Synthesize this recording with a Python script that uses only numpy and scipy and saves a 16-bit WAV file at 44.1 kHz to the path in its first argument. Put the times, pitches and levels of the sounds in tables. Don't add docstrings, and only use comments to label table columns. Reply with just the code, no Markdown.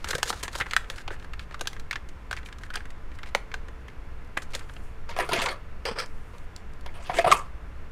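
import sys
import numpy as np
from scipy import signal
from scipy.io import wavfile
from scipy.ndimage import uniform_filter1d

SR = 44100
rng = np.random.default_rng(int(sys.argv[2]) if len(sys.argv) > 2 else 0)


def pcm_store(signal):
    levels = np.round(np.clip(np.atleast_2d(signal), -1, 1) * 32767)
    wavfile.write(sys.argv[1], SR, levels.astype(np.int16).T)


def how_loud(loudness_db):
    steps = np.asarray(loudness_db, float) / 20
    return 10 ** steps


N = 348961

# centre_hz, width_hz, relative_db
CASE_MODES = [
    [(159, 59, -9.5), (350, 424, -2), (494, 108, 6.5), (780, 385, -1), (990, 2200, -5)],
    [(1250, 250, -5.5), (1650, 810, 9), (1804, 1370, 1.5), (2660, 160, -59)],
    [(3360, 280, -38), (3990, 2300, 28), (5300, 1700, 18), (6100, 3900, 25), (7200, 2800, -8),
     (10300, 1100, -11), (12500, 4800, -0.5)],
]
# centre_hz, width_hz, relative_db
TRAY_MODES = [
    [(140, 31, -9), (388, 72, -3), (530, 75, -1.5), (700, 86, -2.5), (976, 66, 0.5), (1198, 167, -2.5),
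     (1400, 140, -2)],
    [(1650, 166, 4.5), (2180, 240, 3), (2545, 210, 3), (3270, 1100, -4.5)],
    [(4530, 600, 4), (5600, 3600, -15), (5870, 7000, 6), (7550, 3400, 7.5), (9150, 1740, 1),
     (13500, 3000, -36)],
]


def taps():
    # start_s, peak_db of the middle part, shell_hz, hollow_db and bright_db relative to the middle
    tap_table = [(.044, -22.5, 1800, -5.5, -1.5), (0.073, -28, 1480, -13, -16), (.087, -29, 1304, -5, 8),
                 (0.1075, -24.5, 1640, -19, 9), (.131, -21, 1230, -4.5, -8), (.1515, -23, 1550, -0.5, 6),
                 (.184, -35.5, 1540, 5.5, -14), (0.2303, -11.5, 1585, -7.5, 6.5),
                 (.2763, -31, 1610, -8, -6), (0.3033, -18.5, 1350, -0.5, 1),
                 (0.3274, -24.5, 1340, -4.5, -6), (.4075, -39, 1790, -7, -17), (.429, -30.5, 1650, -3, 4.5),
                 (.4802, -22.5, 1570, -10, -1.5), (0.53, -43, 1250, -6, 11), (0.5522, -28.5, 1700, 5, 2),
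                 (0.6108, -13.5, 2130, -16, -36), (.665, -27.5, 1660, -9, -26),
                 (0.7105, -23.5, 1820, -26, 1), (.7345, -12.5, 1650, -21, -3.5),
                 (0.7652, -5, 1950, -44, -0.5), (.844, -34.5, 1920, -19, -23), (.9001, -22.5, 1640, -11, 2),
                 (0.9827, -30, 1650, -29, -27), (1.005, -37, 1550, -15, -24), (1.0786, -24.5, 1440, -4, -8),
                 (1.1103, -36.5, 1850, 6.5, -30), (1.198, -42.5, 1590, -14, -2),
                 (1.2251, -38, 1670, -18, -7), (1.245, -37, 1590, -2, -5), (1.3347, -28.5, 1560, -27, -6.5),
                 (1.394, -29.5, 1800, -23, -3.5), (1.51, -35, 1970, -7, -10), (1.5222, -40, 1110, -10, -9),
                 (1.5434, -24.5, 1200, -16, -11), (1.594, -39, 1500, -3, 1), (1.6103, -22, 1500, -3.5, 1.5),
                 (1.6556, -35, 1630, -4, -7), (1.6728, -18, 1610, -24, 5.5), (1.7305, -36.5, 2100, -4, 0),
                 (1.765, -32.5, 1550, -22, -14), (1.7968, -38.5, 1400, -22, 5),
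                 (1.9109, -15, 2180, -22, -5), (1.9295, -21, 1560, -32, -5.5),
                 (1.9572, -20, 1570, -28, -11), (2.088, -44, 1300, -23, 6.5),
                 (2.3115, -21.5, 1410, -8.5, -2), (2.3287, -20, 1500, -11, -6.5),
                 (2.3658, -28.5, 1650, -23, -5), (2.43, -38.5, 1700, -23, -12), (2.4602, -37, 2280, -25, 1),
                 (2.4869, -33.5, 1550, -16, -9), (2.5262, -32, 1590, -31, -8), (2.585, -42.5, 1500, -24, 1),
                 (2.6347, -29.5, 1450, -27, -6), (2.7033, -27, 1510, -30, -35),
                 (2.739, -33.5, 2000, -12, 2.5), (2.7564, -21.5, 1550, -12, 3),
                 (2.7707, -24, 1690, -13, -21), (2.8055, -31, 1480, -24, -18),
                 (2.8548, -34.5, 1400, -22, -5), (2.9038, -39, 1970, -24, -1.5),
                 (3.1162, -41, 2360, -14, -7), (3.1872, -35.5, 1500, -21, -7),
                 (3.2318, -30.5, 2180, -2.5, -4), (3.2593, -37, 1570, -21, -8),
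                 (3.3495, -8.5, 2260, -4, -2), (3.516, -30.5, 2140, -22, -16),
                 (3.541, -21, 1450, -11.5, -3), (3.6838, -37.5, 2060, -1, -4),
                 (3.8818, -35, 2170, -9, -7.5), (3.9, -47, 1780, -15, -12), (4.3703, -19.5, 1500, -5, -15),
                 (4.3795, -32, 1570, -24, -21), (4.4214, -31, 1480, -14, -25),
                 (4.5502, -25.5, 1570, -11, 7.5), (4.593, -37.5, 1390, -20, 2),
                 (4.696, -34.5, 1750, -5, -7), (4.737, -47, 1460, -18, 4), (4.7648, -36, 2730, -8, -13)]
    start_s, peak_db, shell_hz, hollow_db, bright_db = np.transpose(tap_table)
    scatter = np.exp(0.14 * rng.standard_normal(len(start_s)))
    edge_hz = np.clip((3800 + 40 * (peak_db + bright_db)) * scatter, 3000, 9000)
    burst = chatter(0.031 + 0 * start_s, first_db=25.5 + 0.56 * peak_db)
    hollow, middle, bright = [body(burst, modes, spread_db=3) for modes in CASE_MODES]
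    middle = middle + how_loud(7) * own_ring(burst, shell_hz, sharpness=9.8)
    edge_ring = own_ring(own_ring(burst, edge_hz, sharpness=5.0), edge_hz, sharpness=2.3)
    bright = bright + how_loud(18) * edge_ring
    hollow = peak_at(hollow, peak_db + hollow_db)
    middle = peak_at(middle, peak_db)
    bright = peak_at(bright, peak_db + bright_db)
    return place(start_s, hollow + middle + bright)


def knocks():
    # start_s, peak_db of the note, pitch_hz, clatter_db relative to the note, contact_s
    knock_table = [(5.092, -38, 938, 5.5, 0.026), (5.164, -29, 717, 0, .011),
                   (5.188, -15.5, 703, -4, 0.0091), (5.292, -25, 676, -11, 0.0086),
                   (5.313, -28, 990, -3, 0.015), (5.321, -25.5, 1000, 7.5, 0.016),
                   (5.332, -22.5, 660, 8.5, 0.026), (5.361, -25, 670, 1, 0.022),
                   (5.417, -31, 678, 11, 0.037), (5.46, -27.5, 1140, 10.5, .02),
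                   (5.487, -40, 543, 13, .015), (5.853, -24, 493, 1.5, 0.0098),
                   (5.882, -29, 475, -18, 0.029), (5.915, -31, 470, -17, 0.011),
                   (5.987, -36, 1350, -1, 0.022), (6, -28.5, 1350, 7, 0.014),
                   (6.862, -38, 660, 6.5, 0.0095), (7.095, -21, 731, -24, 0.016),
                   (7.186, -12.5, 672, -8, .025), (7.244, -12, 707, -28, 0.013),
                   (7.262, -14.5, 687, -19, 0.017), (7.275, -13, 673, -19, 0.0081),
                   (7.305, -16.5, 680, -20, 0.0097), (7.315, -8, 1262, -3.5, 0.017),
                   (7.323, -2.5, 1135, -6, 0.0095)]
    wall_hz = [1184, 1306]
    boom_db, bright_db = -15.5, -4.5
    after_ring_db, after_ring_t60_s = -9, 0.3
    start_s, peak_db, pitch_hz, clatter_db, contact_s = np.transpose(knock_table)
    burst = chatter(2.2 * contact_s, first_db=5)
    t = np.arange(burst.shape[1]) / SR
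    swell = np.sin(np.pi * np.clip(t / contact_s[:, None], 0, 1) ** 0.54) ** 1.5
    start_phase = rng.random((len(start_s), 1))
    note = swell * np.sin(2 * np.pi * (pitch_hz[:, None] * t + start_phase))
    hollow, middle, bright = [body(burst, modes, spread_db=3) for modes in TRAY_MODES]
    boom = peak_at(hollow, peak_db + boom_db)
    clatter = peak_at(middle, peak_db + clatter_db) + peak_at(bright, peak_db + clatter_db + bright_db)
    direct = place(start_s, peak_at(note, peak_db) + boom + clatter)
    wall_width_hz = np.log(1000) / (np.pi * after_ring_t60_s)
    wall = sum(resonate(direct, hz, wall_width_hz) for hz in wall_hz)
    return direct + how_loud(after_ring_db) * wall


def hand_rub():
    # start_s, length_s, level_db, brightness_db, swell_db from start to end
    strokes = [(.002, .04, -58, -3, 0), (.222, .008, -44, -4, 10), (.047, .024, -48.5, -2, 12),
               (.076, 0.037, -39, 1.5, 9), (.134, 0.031, -40, -7, -3), (.182, .023, -44, -3.5, -19),
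               (.235, 0.024, -52, -11, -15), (.255, 0.05, -42.5, 7, 14), (.33, 0.096, -53, 3, -17),
               (.432, 0.025, -36.5, -2, -17.5), (.482, .012, -50, -2, -9), (.515, 0.048, -45.5, 0.5, 12),
               (.56, 0.032, -45, 2.5, 14), (.6, 0.021, -33, -3, -2), (.66, 0.07, -44.5, -8.5, 5),
               (.79, 0.12, -50, -13, -2), (.905, 0.06, -44.5, -7, -10), (.96, 0.059, -46.5, -10, -6),
               (1.105, 0.058, -41, -18.5, -25), (1.19, 0.062, -59.5, -3, 5), (1.4, 0.04, -52, -8, 0),
               (1.5, .04, -61, -13, 10), (1.73, .048, -53, -6, 7), (1.96, 0.0054, -39, -2, -20),
               (2.33, 0.018, -41, -20, -5), (2.37, .02, -40.5, -14, -4), (2.45, .024, -52, -0.5, 4),
               (2.61, 0.056, -54.5, -6, -1), (2.735, 0.041, -36.5, -19, 11), (3.14, .019, -64.5, 6, 7),
               (3.19, .005, -47, -6, 1), (3.262, 0.031, -45, -8, 2), (3.36, .04, -55, -14, -18),
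               (4.374, 0.011, -40.5, -1.5, -38.5), (4.42, 0.017, -50, 5, -11), (4.505, 0.017, -48, -7, -5),
               (4.535, 0.028, -31.5, -11, -8), (4.57, .076, -48.5, -5.5, -7), (4.688, .022, -55, -6, 8)]
    # added_db, brightness_share (ratio)
    grip = [(-5, 0.42), (-0.5, 0), (-1, 0.98)]
    return rubbing(strokes, CASE_MODES, grip, release_s=0.0063, slips_per_s=4500.0, stutter_db=1.6, wander_db=4)


def tray_rub():
    # start_s, length_s, level_db, brightness_db, swell_db from start to end
    strokes = [(5.09, 0.091, -49.5, -7, -20), (5.165, 0.021, -31.5, -12, -4),
               (5.197, 0.039, -31.5, -11, -21), (5.29, .022, -39, -8, -6), (5.314, 0.036, -25.5, -23, 4),
               (5.35, 0.043, -27.5, -8, -1), (5.405, 0.037, -28.5, -13, 1), (5.453, 0.034, -29, -11.5, -1),
               (5.485, 0.012, -28.5, -13.5, 0), (5.505, 0.063, -51, -25, -19), (6.335, .021, -51, -14, 1),
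               (6.563, 0.013, -56, -5, -16), (6.86, 0.025, -45, -18, -11), (6.94, 0.057, -51.5, -11, -6),
               (7.0, 0.109, -49, -3, 7), (7.097, .021, -32, -39, -18.5), (7.132, 0.066, -31.5, -10.5, 13),
               (7.188, 0.01, -28, -8, -8), (7.205, 0.014, -43, -6, -13), (7.244, .011, -24, -12, -4),
               (7.262, 0.024, -23, -15, 4), (7.29, 0.041, -35, -4, 18), (7.335, .07, -44.5, -4, -15)]
    # added_db, brightness_share (ratio)
    grip = [(-0.12, 0.0088), (-0.78, 0.25), (-1.1, 1)]
    return rubbing(strokes, TRAY_MODES, grip, release_s=0.025, slips_per_s=4000.0, stutter_db=1.63, wander_db=4)


def cap_rub():
    # start_s, length_s, level_db, brightness_db, swell_db from start to end
    strokes = [(5.856, 0.033, -31.5, -6.5, -2.5), (5.912, 0.018, -40, -8, -10),
               (5.955, .0277, -39, -12.5, 11), (5.986, 0.028, -37.5, 1.5, -9),
               (6.01, 0.041, -44.5, -10, -11)]
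    # centre_hz, width_hz, relative_db
    cap_modes = [
        [(472, 98, 0.5), (930, 140, -2.5), (1350, 420, -2.5)],
        [(1700, 220, 4.5), (2410, 690, -6.5), (3230, 650, -3.5)],
        [(3840, 490, 4.5), (4970, 630, 7), (6500, 1700, -13), (8040, 1100, -5), (12600, 3500, -37)],
    ]
    # added_db, brightness_share (ratio)
    grip = [(0, 0), (1.3, 0.5), (0, 1)]
    return rubbing(strokes, cap_modes, grip, release_s=0.012, slips_per_s=4500.0, stutter_db=2.0, wander_db=1.0)


def rubbing(strokes, registers, grip, release_s, slips_per_s, stutter_db, wander_db):
    grain = slips(slips_per_s, 3.2, stutter_db, stutter_hz=62)
    added_db, share = np.transpose(grip)
    pressure = np.zeros((3, N))
    for start_s, length_s, level_db, brightness_db, swell_db in strokes:
        at, count = int(start_s * SR), max(int(length_s * SR), 2)
        register_db = level_db + added_db + share * brightness_db
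        course_db = swell_db * np.linspace(-.5, .5, count)
        pressure[:, at:at + count] += how_loud(np.add.outer(register_db, course_db))
    keep = np.exp(-1 / (release_s * SR))
    lagging = signal.lfilter([1 - keep], [1, -keep], pressure)
    pressure = uniform_filter1d(np.maximum(pressure, lagging), size=40)
    out = 0
    for level, modes in zip(pressure, registers):
        out = out + level * rms_one(body(grain, modes, 0, wander_db)[0])
    return out


def pings():
    # start_s, peak_db, pitch_hz
    ping_table = [(5.489, -30, 4370), (7.155, -33, 2900), (5.856, -24, 4900)]
    start_s, peak_db, pitch_hz = np.transpose(ping_table)
    burst = chatter(0.13 + 0 * start_s, first_db=8)
    return place(start_s, peak_at(own_ring(burst, pitch_hz, sharpness=25.0), peak_db))


def ticks():
    # start_s, peak_db
    tick_table = [(3.808, -53), (4.247, -52), (4.275, -50), (5.8544, -36), (5.9704, -43), (6.061, -35),
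                  (6.383, -40.5), (6.563, -27), (6.736, -42), (6.8104, -42), (6.9416, -47)]
    start_s, peak_db = np.transpose(tick_table)
    burst = chatter(.01 + 0 * start_s, first_db=8)
    return place(start_s, peak_at(body(burst, CASE_MODES[2], spread_db=3), peak_db))


def thumps():
    # start_s, peak_db, pitch_hz
    thump_table = [(0.146, -30, 128), (0.298, -46, 140), (0.607, -33, 102), (2.301, -41, 102),
                   (5.189, -50, 116), (5.324, -40, 177), (5.383, -29, 240), (5.912, -31.5, 220),
                   (7.095, -34, 140), (7.263, -27, 140), (7.315, -42, 134)]
    start_s, peak_db, pitch_hz = np.transpose(thump_table)
    t = np.arange(3000) / SR
    note = t * np.exp(-t / 0.0033) * np.sin(2 * np.pi * pitch_hz[:, None] * t)
    return place(start_s, peak_at(note, peak_db))


def sleeve():
    # time_s, level_db
    reaches = [
        [(4.5, -80), (4.58, -77), (4.706, -63), (4.848, -65), (5.05, -87)],
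        [(6.02, -71), (6.45, -68)],
        [(6.85, -83), (7.034, -77), (7.2, -43)],
    ]
    grain = slips(per_s=12000, uneven_db=2, stutter_db=1.5, stutter_hz=15)[0]
    hiss = rms_one(resonate(resonate(grain, 5600.0, 10000.0), 9700.0, 9000.0))
    t = np.arange(N) / SR
    level = sum(how_loud(np.interp(t, *np.transpose(reach), left=-120, right=-120)) for reach in reaches)
    return hiss * level


def bedroom(x):
    # low_hz, high_hz, t60_s, relative_db
    decay_bands = [(149, 820, 0.29, -14), (815, 1450, 0.37, -17), (1500, 4800, 0.23, -16),
                   (6000, 19000, 0.22, -12.5)]
    t = np.arange(SR // 2) / SR
    answer = 0
    for low_hz, high_hz, t60_s, db in decay_bands:
        band_pass = signal.butter(2, [low_hz, high_hz], "band", fs=SR, output="sos")
        band = signal.sosfilt(band_pass, rng.standard_normal(len(t)))
        decay_size = np.sqrt(t60_s * SR / (2 * np.log(1000)))
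        answer = answer + how_loud(db - 60 * t / t60_s) * band / decay_size
    return signal.fftconvolve(x, answer * np.clip(t / .005, 0, 1))[:N]


def air():
    # frequency_hz, relative_db per Hz
    spectrum = np.array([(6, 7.5), (14, 8), (24, -9), (38, -3.5), (68, -9), (113, -18), (255, -26),
                         (330, -28), (873, -32.5), (1370, -31), (2260, -37), (3630, -48.5), (14700, -64.5),
                         (16000, -69)])
    # centre_hz, width_hz of each of two passes, rms_db
    hum = [(57.1, 7.9, -49.5), (443.7, 4.7, -65), (1021, 27, -67), (1379, 30, -77)]
    air_db = -35
    edges_hz = 7 * 2 ** np.arange(0, 11.3, 1 / 3)
    white = rng.standard_normal((2, N + SR))
    rumble = 0
    for k, (low, high) in enumerate(zip(edges_hz, edges_hz[1:])):
        band_pass = signal.butter(2, [low, high], "band", fs=SR, output="sos")
        band = signal.sosfilt(band_pass, white[k % 2])[SR:]
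        log_centre = np.log(low * high) / 2
        rumble = rumble + how_loud(np.interp(log_centre, np.log(spectrum[:, 0]), spectrum[:, 1])) * band
    whistles = 0
    for hz, width_hz, db in hum:
        tone = resonate(resonate(white[0, :N], hz, width_hz), hz, width_hz)
        whistles = whistles + how_loud(db) * rms_one(tone)
    return how_loud(air_db) * rms_one(rumble) + whistles


def chatter(t60_s, first_db):
    t = np.arange(4000) / SR
    decay = how_loud(-60 * t / np.clip(t60_s, .002, .15)[:, None])
    burst = rng.standard_normal((len(t60_s), len(t))) * decay
    burst[:, 0] = -how_loud(first_db)
    return burst


def slips(per_s, uneven_db, stutter_db, stutter_hz):
    born = rng.random(N) < per_s / SR
    size_db = uneven_db * np.minimum(rng.exponential(1, N), 4) + stutter_db * drift(stutter_hz)
    return (born * rng.choice([-1, 1], N) * how_loud(size_db))[None]


def body(x, modes, spread_db, wander_db=None):
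    luck = rng.standard_normal((len(x), len(modes)))
    ring = 0
    for k, (hz, width_hz, db) in enumerate(modes):
        wander = 0 if wander_db is None else wander_db * drift(rate_hz=15.1)
        gain = how_loud(db + spread_db * luck[:, [k]] + wander)
        ring = ring + (-1) ** k * gain * resonate(x, hz, width_hz)
    edges_hz = [.75 * modes[0][0], min(1.3 * modes[-1][0], 16000)]
    return signal.sosfilt(signal.butter(2, edges_hz, "band", fs=SR, output="sos"), ring)


def own_ring(bursts, pitches_hz, sharpness):
    return np.array([resonate(one, hz, hz / sharpness) for one, hz in zip(bursts, pitches_hz)])


def resonate(x, hz, width_hz):
    r = np.exp(-np.pi * width_hz / SR)
    feed = (1 - r * r) / 2 * np.array([1, 0, -1])
    return signal.lfilter(feed, [1, -2 * r * np.cos(2 * np.pi * hz / SR), r * r], x)


def drift(rate_hz):
    r = np.exp(-80 * np.pi * rate_hz / SR)
    draws = rng.standard_normal(N // 40 + 1002)
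    slow = signal.lfilter([1], [1, -2 * r, r * r], draws)[1000:]
    return np.interp(np.arange(N) / 40, np.arange(len(slow)), rms_one(slow))


def rms_one(x):
    return x / np.sqrt(np.mean(x ** 2) + 1e-20)


def peak_at(rows, db):
    return rows / np.abs(rows).max(axis=1, keepdims=True) * how_loud(db)[:, None]


def place(times_s, rows):
    out = np.zeros(N + rows.shape[1])
    for at, one in zip((times_s * SR).astype(int), rows):
        out[at:at + len(one)] += one
    return out[:N]


def scene():
    strokes = hand_rub() + tray_rub() + cap_rub()
    near = taps() + knocks() + ticks() + pings() + thumps() + strokes + sleeve()
    near = signal.sosfilt(signal.butter(1, 11000, fs=SR, output="sos"), near)
    return (near + bedroom(near) + air())[None]


def low_pass(x):
    return signal.sosfilt(signal.butter(12, 16790, fs=SR, output="sos"), x)


def record(dry):
    top_cut = signal.cheby2(8, 30, 16600, fs=SR, output="sos")
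    cut = signal.sosfilt(top_cut, dry)
    mix = 1.318 * np.tanh(cut / 1.431)
    return low_pass(mix)


dry = scene()
out = record(dry)
pcm_store(out)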